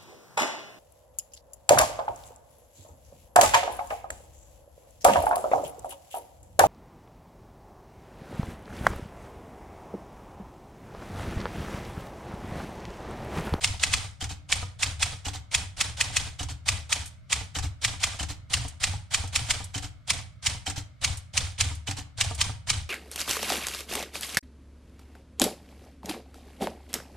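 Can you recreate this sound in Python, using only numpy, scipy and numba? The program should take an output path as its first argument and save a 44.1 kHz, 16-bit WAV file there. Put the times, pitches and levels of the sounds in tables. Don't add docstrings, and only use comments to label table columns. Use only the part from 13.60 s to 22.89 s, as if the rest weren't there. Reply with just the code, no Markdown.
import sys
import numpy as np
from scipy import signal
from scipy.fft import rfft, irfft, next_fast_len
from scipy.io import wavfile
from numba import njit

SR = 44100
rng = np.random.default_rng(int(sys.argv[2]) if len(sys.argv) > 2 else 0)


def materialize(psi):
    bounded = np.clip(np.atleast_2d(psi).T, -1, 1)
    quanta = np.round(bounded * 32767).astype(np.int16)
    wavfile.write(sys.argv[1], SR, quanta)


def volts_from_decibels(level):
    exponent = np.asarray(level, float) / 20
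    return 10 ** exponent


N = 409688


def level(x, db):
    return x * volts_from_decibels(db) / np.sqrt(np.mean(x ** 2))


def on_log_axis(table, hz):
    f, v = np.transpose(table)
    return np.interp(np.log(hz + 1), np.log(f + 1), v)


def colour(x, table):
    log_gain = on_log_axis(table, np.linspace(0, SR / 2, 2049)) * np.log(10) / 20
    cepstrum = irfft(log_gain)
    cepstrum[1:2048] *= 2
    cepstrum[2049:] = 0
    h = irfft(np.exp(rfft(cepstrum)))[:2048]
    return signal.oaconvolve(x, h / np.sqrt(np.sum(h ** 2)))[:N]


def soft(x, ms):
    w = np.hanning(int(ms * SR / 1000) + 3)
    return signal.oaconvolve(x, w / w.sum())[:N]


def ring(modes, scatter_db=0., detune=0.):
    hz, db, t60 = np.transpose(modes)[:, :, None]
    chance = rng.standard_normal((len(modes), 2))
    t = np.arange(int(SR * t60.max())) / SR
    decay = volts_from_decibels(db + scatter_db * chance[:, :1] - 60 * t / t60)
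    h = np.sum(decay * np.sin(2 * np.pi * hz * (1 + detune * chance[:, 1:]) * t), axis=0)
    return h / np.abs(h).max()


def add(track, s, x):
    k = int(s * SR)
    piece = x[max(-k, 0):max(N - k, 0)]
    track[max(k, 0):max(k, 0) + len(piece)] += piece


def envelope(rise_ms, hold_ms, change_db, t60_ms):
    return [(-rise_ms, -40), (0, 0), (hold_ms, change_db), (hold_ms + t60_ms * 2 / 3, change_db - 40)]


def fade_db(shape):
    ms, db = np.transpose(shape)
    return np.interp(np.arange(ms[0], ms[-1], 1000 / SR), ms, db)


def burst(power, s, shape, db):
    add(power, s + shape[0][0] / 1000, volts_from_decibels(db + fade_db(shape)) ** 2)


@njit
def grains(starts, hz, size, t60):
    out = np.zeros(N)
    for k in range(len(starts)):
        r, w = np.exp(-np.log(1000) / (t60[k] * SR)), 2 * np.pi * hz[k] / SR
        turn, now, before = 2 * r * np.cos(w), size[k] * np.sin(w), 0.
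        for i in range(starts[k], min(starts[k] + int(t60[k] * SR * .5), N)):
            out[i] += now
            now, before = turn * now - r * r * before, now
    return out


def clatter(power, table, rate, spread_db, ring_ms, dense):
    when, pitch, luck = rng.random((int(rate * N / SR), 3)).T
    starts = (when * N).astype(np.int64)
    hz = 200 + 16000 * pitch ** 1.5
    t60 = ring_ms / 1000 * (hz / 3000) ** -.4
    size = volts_from_decibels(-spread_db * np.log(1 - .995 * luck)) * pitch ** .25 / np.sqrt(t60)
    size /= np.sqrt(np.sum(size ** 2 * t60) * SR / (4 * np.log(1000)) / N)
    live = power[starts] > 0
    contacts = grains(starts[live], hz[live], (size * np.sqrt(power[starts]))[live], t60[live])
    rustle = np.sqrt(power) * rng.standard_normal(N)
    return colour(np.sqrt(1 - dense) * contacts + np.sqrt(dense) * rustle, table)


def jolts(rows, lag_ms, gain_db):
    out = np.zeros(N)
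    for s, db in rows:
        add(out, s + lag_ms / 1000, volts_from_decibels(np.array([db + gain_db])))
    return out


# frequency in Hz, gain in dB.
HUSH_COLOUR = [(15, -51), (25, -5), (112, 9.5), (383, -30), (558, -23), (621, -15.5), (856, -41),
               (1240, -19.5), (1950, -30), (2180, -18.5), (2400, -33), (3630, -30.5), (15000, -55)]


def hush():
    shared, apart = [level(colour(rng.standard_normal(N), HUSH_COLOUR), -53) for _ in range(2)]
    return shared + 0.64 * apart * np.array([[1], [-1]])


# start in seconds, weight on the desk in dB.
TOUCHES = [(.010, -37.5), (0.1982, -37.5), (0.3124, -41), (0.8914, -39), (1.1928, -40), (1.396, -39.5),
           (1.9147, -38.5), (2.1692, -38.5), (2.3707, -42), (2.5268, -39.5), (3.0602, -37), (3.2947, -41.5),
           (3.699, -40), (4.2173, -39.5), (4.4026, -42), (4.9006, -36), (5.2033, -35.5), (5.509, -40),
           (5.7273, -38.5), (5.887, -41.5), (6.476, -38.5), (6.827, -39.5), (7.416, -37), (7.737, -36),
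           (7.985, -36), (8.576, -38.5), (8.7798, -37), (9.0716, -34.5)]
# start in seconds, knock level in dB.
RESTS = [(0.138, -40.5), (0.335, -42), (0.444, -38.5), (1.025, -30), (1.311, -46), (1.529, -38),
         (2.03, -44), (2.29, -40.5), (2.5, -36.5), (2.669, -40), (3.175, -47.5), (3.42, -42.5),
         (3.809, -34.5), (4.334, -36.5), (4.543, -40.5), (5.048, -32), (5.335, -33.5), (5.637, -31),
         (5.888, -38), (6.002, -32.5), (6.586, -40), (6.946, -39), (7.528, -43.5), (7.873, -52),
         (8.11, -36.5), (8.709, -28), (8.893, -32), (9.186, -51)]
# frequency in Hz, gain in dB.
LEVER_COLOUR = [(240, -24.5), (400, -12), (774, 0), (1080, -5), (1640, -2), (1770, -3.5), (2370, 0),
                (2720, -4.5), (2980, 1.5), (6830, -4), (9290, -5), (11700, -28), (14500, -25), (15600, -52)]


def levers():
    swing_grows_db = 10.5
    fall_from_ms = 18.3
    power = np.zeros(N)
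    for (touch_s, _), (s, *_), (rest_s, _) in zip(TOUCHES, BLOWS, RESTS):
        swing_ms = 1000 * (s - touch_s)
        fall_ms = 1000 * (rest_s - s) - fall_from_ms
        swing_db = -31.5 - 0.27 * (swing_ms - 29.3)
        burst(power, touch_s, envelope(11, swing_ms, swing_grows_db, 15), swing_db - swing_grows_db)
        burst(power, s + 0.00374, envelope(19, -8.5, -3, 65), -29.5)
        burst(power, s + STEP_MS / 1000, envelope(25, -0.5, 1, 128), -35.5)
        burst(power, s + fall_from_ms / 1000, envelope(72, fall_ms, -0.5, 281), -42.5)
    return clatter(power, LEVER_COLOUR, 6000, 2.4, 16.0, dense=.45)


# frequency in Hz, level in dB, t60 in seconds.
DESK_MODES = [(41, -24.5, 0.2), (77.44, 2, 0.61), (93.8, 8.5, 0.26), (114.2, 0, 0.32), (159, -14.5, 0.13),
              (271, -17, 0.18)]


def desk():
    keys = [(s, db) for (s, *_), (_, db) in zip(BLOWS, TOUCHES)]
    landings = [(s, 0.38 * (db + 40.5)) for s, db in RESTS]
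    push = jolts(keys, 6, 5.3) + jolts(keys, 50, 2.2)
    push -= jolts(TOUCHES, 4.1, -1)
    push += jolts(landings, 1.03, -41.5)
    for rows, lag_ms in zip(spaces(), (11, 5, 12)):
        push += jolts([(s, db) for s, _, db in rows], lag_ms, 0.69)
    lingering = signal.lfilter([1], [1, -volts_from_decibels(-60 / (.3 * SR))], np.abs(push) + 1e-18)
    shake = lingering * rng.standard_normal(N)
    sprung = signal.lfilter(*signal.butter(2, 55, "high", fs=SR), push + 1e-18)
    feet_contact_ms = 1.8
    return signal.oaconvolve(soft(sprung + volts_from_decibels(-25.5) * shake, feet_contact_ms), ring(DESK_MODES))[:N]


# frequency in Hz, gain in dB.
PLATEN_COLOUR = [(320, -41.5), (550, -24), (1240, -6.5), (1470, -16.5), (2110, -2.5), (3260, -4),
                 (3650, -5), (5630, -4), (6210, -8.5), (6750, -3.5), (9320, -9), (10700, -23),
                 (15600, -34.5)]


def ribbon_and_paper():
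    power = np.zeros(N)
    for s, *_ in BLOWS:
        burst(power, s - .005, envelope(11, 5, .5, 12), -26)
        burst(power, s + .001, envelope(1.5, 2, -1, 58), -22)
    return clatter(power, PLATEN_COLOUR, 14000, 1.8, 6.0, dense=.55)


# start in seconds, peak in dB, platen pitch in Hz, steel ring in dB against the peak.
BLOWS = [(0.0446, -8.5, 2730, -3.5), (0.2363, -7.0, 2560, -9.5), (0.3381, -7.0, 2560, -7.0),
         (0.9258, -7.5, 2320, -5.5), (1.2315, -10.5, 2560, -8.5), (1.4285, -9.0, 2590, -6.5),
         (1.9482, -8.0, 2520, -3.5), (2.2112, -9.5, 2540, -4.5), (2.4108, -8.5, 2520, -4.5),
         (2.5685, -9.0, 2540, -0.5), (3.0885, -10.0, 2510, -0.5), (3.3272, -9.0, 2510, -1.5),
         (3.728, -10.0, 2480, -2.0), (4.2482, -10.0, 2460, -4.0), (4.4388, -10.0, 2510, -4.5),
         (4.9396, -10.5, 2890, -5.0), (5.2397, -11.0, 2460, -1.0), (5.5451, -10.5, 2400, -1.0),
         (5.7602, -13.0, 2530, 2.5), (5.9079, -14.0, 2200, 2.5), (6.5043, -13.5, 2470, 3.5),
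         (6.8673, -14.5, 2990, -0.5), (7.4463, -12.5, 2830, 1.5), (7.7763, -12.5, 2980, 3.0),
         (8.0097, -12.5, 2690, 3.0), (8.6112, -10.0, 2900, -3.0), (8.8137, -12.0, 3110, 1.0),
         (9.1014, -14.0, 2980, 3.5)]
# frequency in Hz, level in dB, t60 in seconds.
SLUG_MODES = [(4270, -1.5, .016), (5650, 2.5, .015), (6600, 3.5, .016), (8000, -1.5, .017),
              (9300, -1.5, .018)]
# share of the platen pitch as a ratio, level in dB, t60 in seconds.
PLATEN_MODES = [(.8, -7, .016), (1.0, 0, .013), (1.3, -4.5, .013)]


def slugs():
    out = np.zeros(N)
    for s, db, hz, steel_db in BLOWS:
        steel = volts_from_decibels(db + steel_db + 1) * ring(SLUG_MODES, scatter_db=3, detune=.04)
        platen = volts_from_decibels(db + 2.5) * ring(np.array(PLATEN_MODES) * [hz, 1, 1], scatter_db=2)
        add(out, s - .0004, steel)
        add(out, s - .0002, platen)
        add(out, s + .003, volts_from_decibels(-6) * steel)
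    no_bass = signal.butter(3, 1500, "high", fs=SR, output="sos")
    return signal.sosfilt(no_bass, soft(out, .06))


STEP_MS = 30.6
# frequency in Hz, level in dB, t60 in seconds.
FRAME_MODES = [(272, -6.5, 0.091), (457, -11.5, 0.12), (675, -17, 0.067), (762, -1, 0.057),
               (930, -4.5, 0.078), (1198, -8.5, 0.076)]


def frame():
    knocks = [(s, -42) for s, *_ in BLOWS]
    knocks += [(s + (STEP_MS + 6) / 1000, -34.5) for s, *_ in BLOWS]
    knocks += [(s + 0.00256, db + 2.5) for s, db in RESTS]
    out = np.zeros(N)
    for s, db in knocks:
        add(out, s, volts_from_decibels(db) * ring(FRAME_MODES, scatter_db=3, detune=.03))
    return soft(out, 0.28)


# start in seconds, peak in dB, pitch in Hz.
TICKS = [(0.1958, -21.5, 3750), (2.371, -25.5, 3340), (3.458, -23, 8900), (3.4756, -30, 9070),
         (4.3954, -30, 3060), (4.5481, -39, 3730), (5.0813, -23, 8400), (5.2003, -37, 4500),
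         (5.675, -27, 8000), (6.041, -22, 8900), (7.5717, -21.5, 8900), (7.5997, -47, 9310),
         (7.7363, -31, 3470), (7.98, -21, 3170), (8.1502, -29.5, 8900), (8.7473, -21.5, 8350)]


def ticks():
    stem, spring = envelope(1.5, 3.5, 2, 68.5), envelope(15, 16, -12, 169)
    fizzes = [(s, db - 7.0, hz, 3.0, stem) for s, db, hz in TICKS]
    fizzes += [(s + .02, db - 5, 12900, 60, spring) for s, db, _ in spaces()[2]]
    out = np.zeros(N)
    for s, db, hz, sharpness, shape in fizzes:
        fade = volts_from_decibels(db + fade_db(shape))
        fizz = signal.lfilter(*signal.iirpeak(hz, sharpness, SR), rng.standard_normal(len(fade)))
        add(out, s + shape[0][0] / 1000, fade * fizz)
    return soft(out, .07)


# bar down in seconds, time until the carriage stops in ms,
# time until the bar is up in ms, peak in dB, weight on the desk in dB.
SPACES = [
    (.61, 30, 83, -21, -34),
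    (1.6526, 29.5, 82, -21, -35),
    (2.7938, 35, 93, -21.5, -31.5),
    (3.9524, 33, 74, -19, -30),
    (4.5938, 34, 94, -19.5, -31.5),
    (6.1441, 33, 81, -20.5, -33.5),
    (7.0643, 34, 97, -18.5, -34),
    (8.2734, 36, 96, -19.5, -34),
]


def spaces():
    s, stop_ms, up_ms, db, jolt_db = np.transpose(SPACES)
    down = np.c_[s, db, jolt_db]
    stop = np.c_[s + stop_ms / 1000, db + 3, jolt_db - 7.5]
    up = np.c_[s + up_ms / 1000, db - 5.5, jolt_db - 2.5]
    return down, stop, up


# frequency in Hz, gain in dB.
BAR_COLOUR = [(240, -58), (400, -4.5), (644, -16), (750, 3.5), (989, -7.5), (1170, -6), (1800, -6),
              (3030, -5), (3320, -4.5), (7970, -7), (15600, -36.5)]
# frequency in Hz, level in dB, t60 in seconds.
BAR_MODES = [(287, -.5, .11), (665, -9.5, 0.036), (750, -1, .04), (810, -3, .04), (1230, -6, 0.04)]
# frequency in Hz, level in dB, t60 in seconds.
LINK_MODES = [
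    [(3050, 0, .05)],
    [(6400, -3, .03), (8100, 0, .035)],
    [(3100, 0, .2), (4050, -1, .2)],
]


def space_bar():
    down, stop, up = (14, 12.6, 0.95, 194), (1.5, 7.5, -4, 59.5), (5, 23.3, 2.1, 142)
    rattle_lags_ms, hum_lags_s = (-.5, 1, -1), (.014, .003, .016)
    hum_dbs, ping_dbs = (-8, -18, -7.5), (-8, -10, -16)
    power, body, links = np.zeros((3, N))
    parts = zip(spaces(), (down, stop, up), rattle_lags_ms, hum_lags_s, hum_dbs, LINK_MODES, ping_dbs)
    for rows, shape, lag_ms, hum_lag_s, hum_db, ping, ping_db in parts:
        for s, db, _ in rows:
            burst(power, s + lag_ms / 1000, envelope(*shape), db - 16.5)
            add(body, s + hum_lag_s, volts_from_decibels(db + hum_db) * ring(BAR_MODES, scatter_db=1.5, detune=0.022))
            add(links, s + hum_lag_s / 4, volts_from_decibels(db + ping_db) * ring(ping, scatter_db=1.5, detune=.02))
    rattle = clatter(power, BAR_COLOUR, 6000, 2.4, 13.0, dense=.45)
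    return rattle + soft(body, 0.92) + soft(links, .07)


# band centre in Hz, t60 in seconds.
ROOM_DECAY = [(300, 0.43), (1200, 0.37), (4000, 0.22), (10000, 0.23)]


def room(x):
    t = np.arange(int(.6 * SR)) / SR
    tails = []
    for _ in range(2):
        tail = np.zeros(len(t))
        for hz, t60 in ROOM_DECAY:
            band = signal.butter(1, [hz / 2, min(2 * hz, 20000)], "band", fs=SR)
            tail += signal.lfilter(*band, rng.standard_normal(len(t))) * volts_from_decibels(-60 * t / t60)
        tail *= np.clip(t / 0.072, 0, 1)
        tails.append(signal.oaconvolve(x, tail / np.sqrt(np.sum(tail ** 2)))[:N])
    return np.array(tails)


# frequency in Hz, correlation from 0 to 1.
LIKENESS = [(30, 0.96), (80, 0.9), (160, 0.77), (300, 1), (700, 0.53), (2500, 0.87), (5000, 0.61),
            (9000, 0.045), (15000, .1)]
# frequency in Hz, left minus right in dB.
BALANCE = [(60, 4.5), (150, -3.5), (300, 2), (600, -2), (2500, -0.5), (9000, -2), (14000, 4)]


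def two_ports(mid, other):
    size = next_fast_len(N)
    hz = np.arange(size // 2 + 1) * SR / size
    like = np.clip(on_log_axis(LIKENESS, hz), 0, .99)
    centre = rfft(mid, size)
    side = 1j * np.sqrt((1 - like) / (1 + like)) * rfft(other, size)
    tilt = volts_from_decibels(on_log_axis(BALANCE, hz) / 2)
    return irfft(np.array([(centre + side) * tilt, (centre - side) / tilt]), size)[:, :N]


def typewriter():
    return levers() + ribbon_and_paper() + slugs() + frame() + ticks() + space_bar()


def scene():
    machine, flank = typewriter(), typewriter()
    return two_ports(machine + desk(), flank + desk()) + volts_from_decibels(-16.5) * room(machine) + hush()


def band_limit(x):
    return signal.sosfilt(signal.butter(12, 15800, fs=SR, output="sos"), x)


def record(dry):
    dipped = dry - 0.77 * signal.lfilter(*signal.iirpeak(395, 9, SR), dry)
    limited = np.tanh(0.86 * dipped) / 0.75
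    mix = signal.sosfilt(signal.ellip(8, .2, 70, 15800, fs=SR, output="sos"), limited)
    return band_limit(mix)


dry = scene()
out = record(dry)
materialize(out)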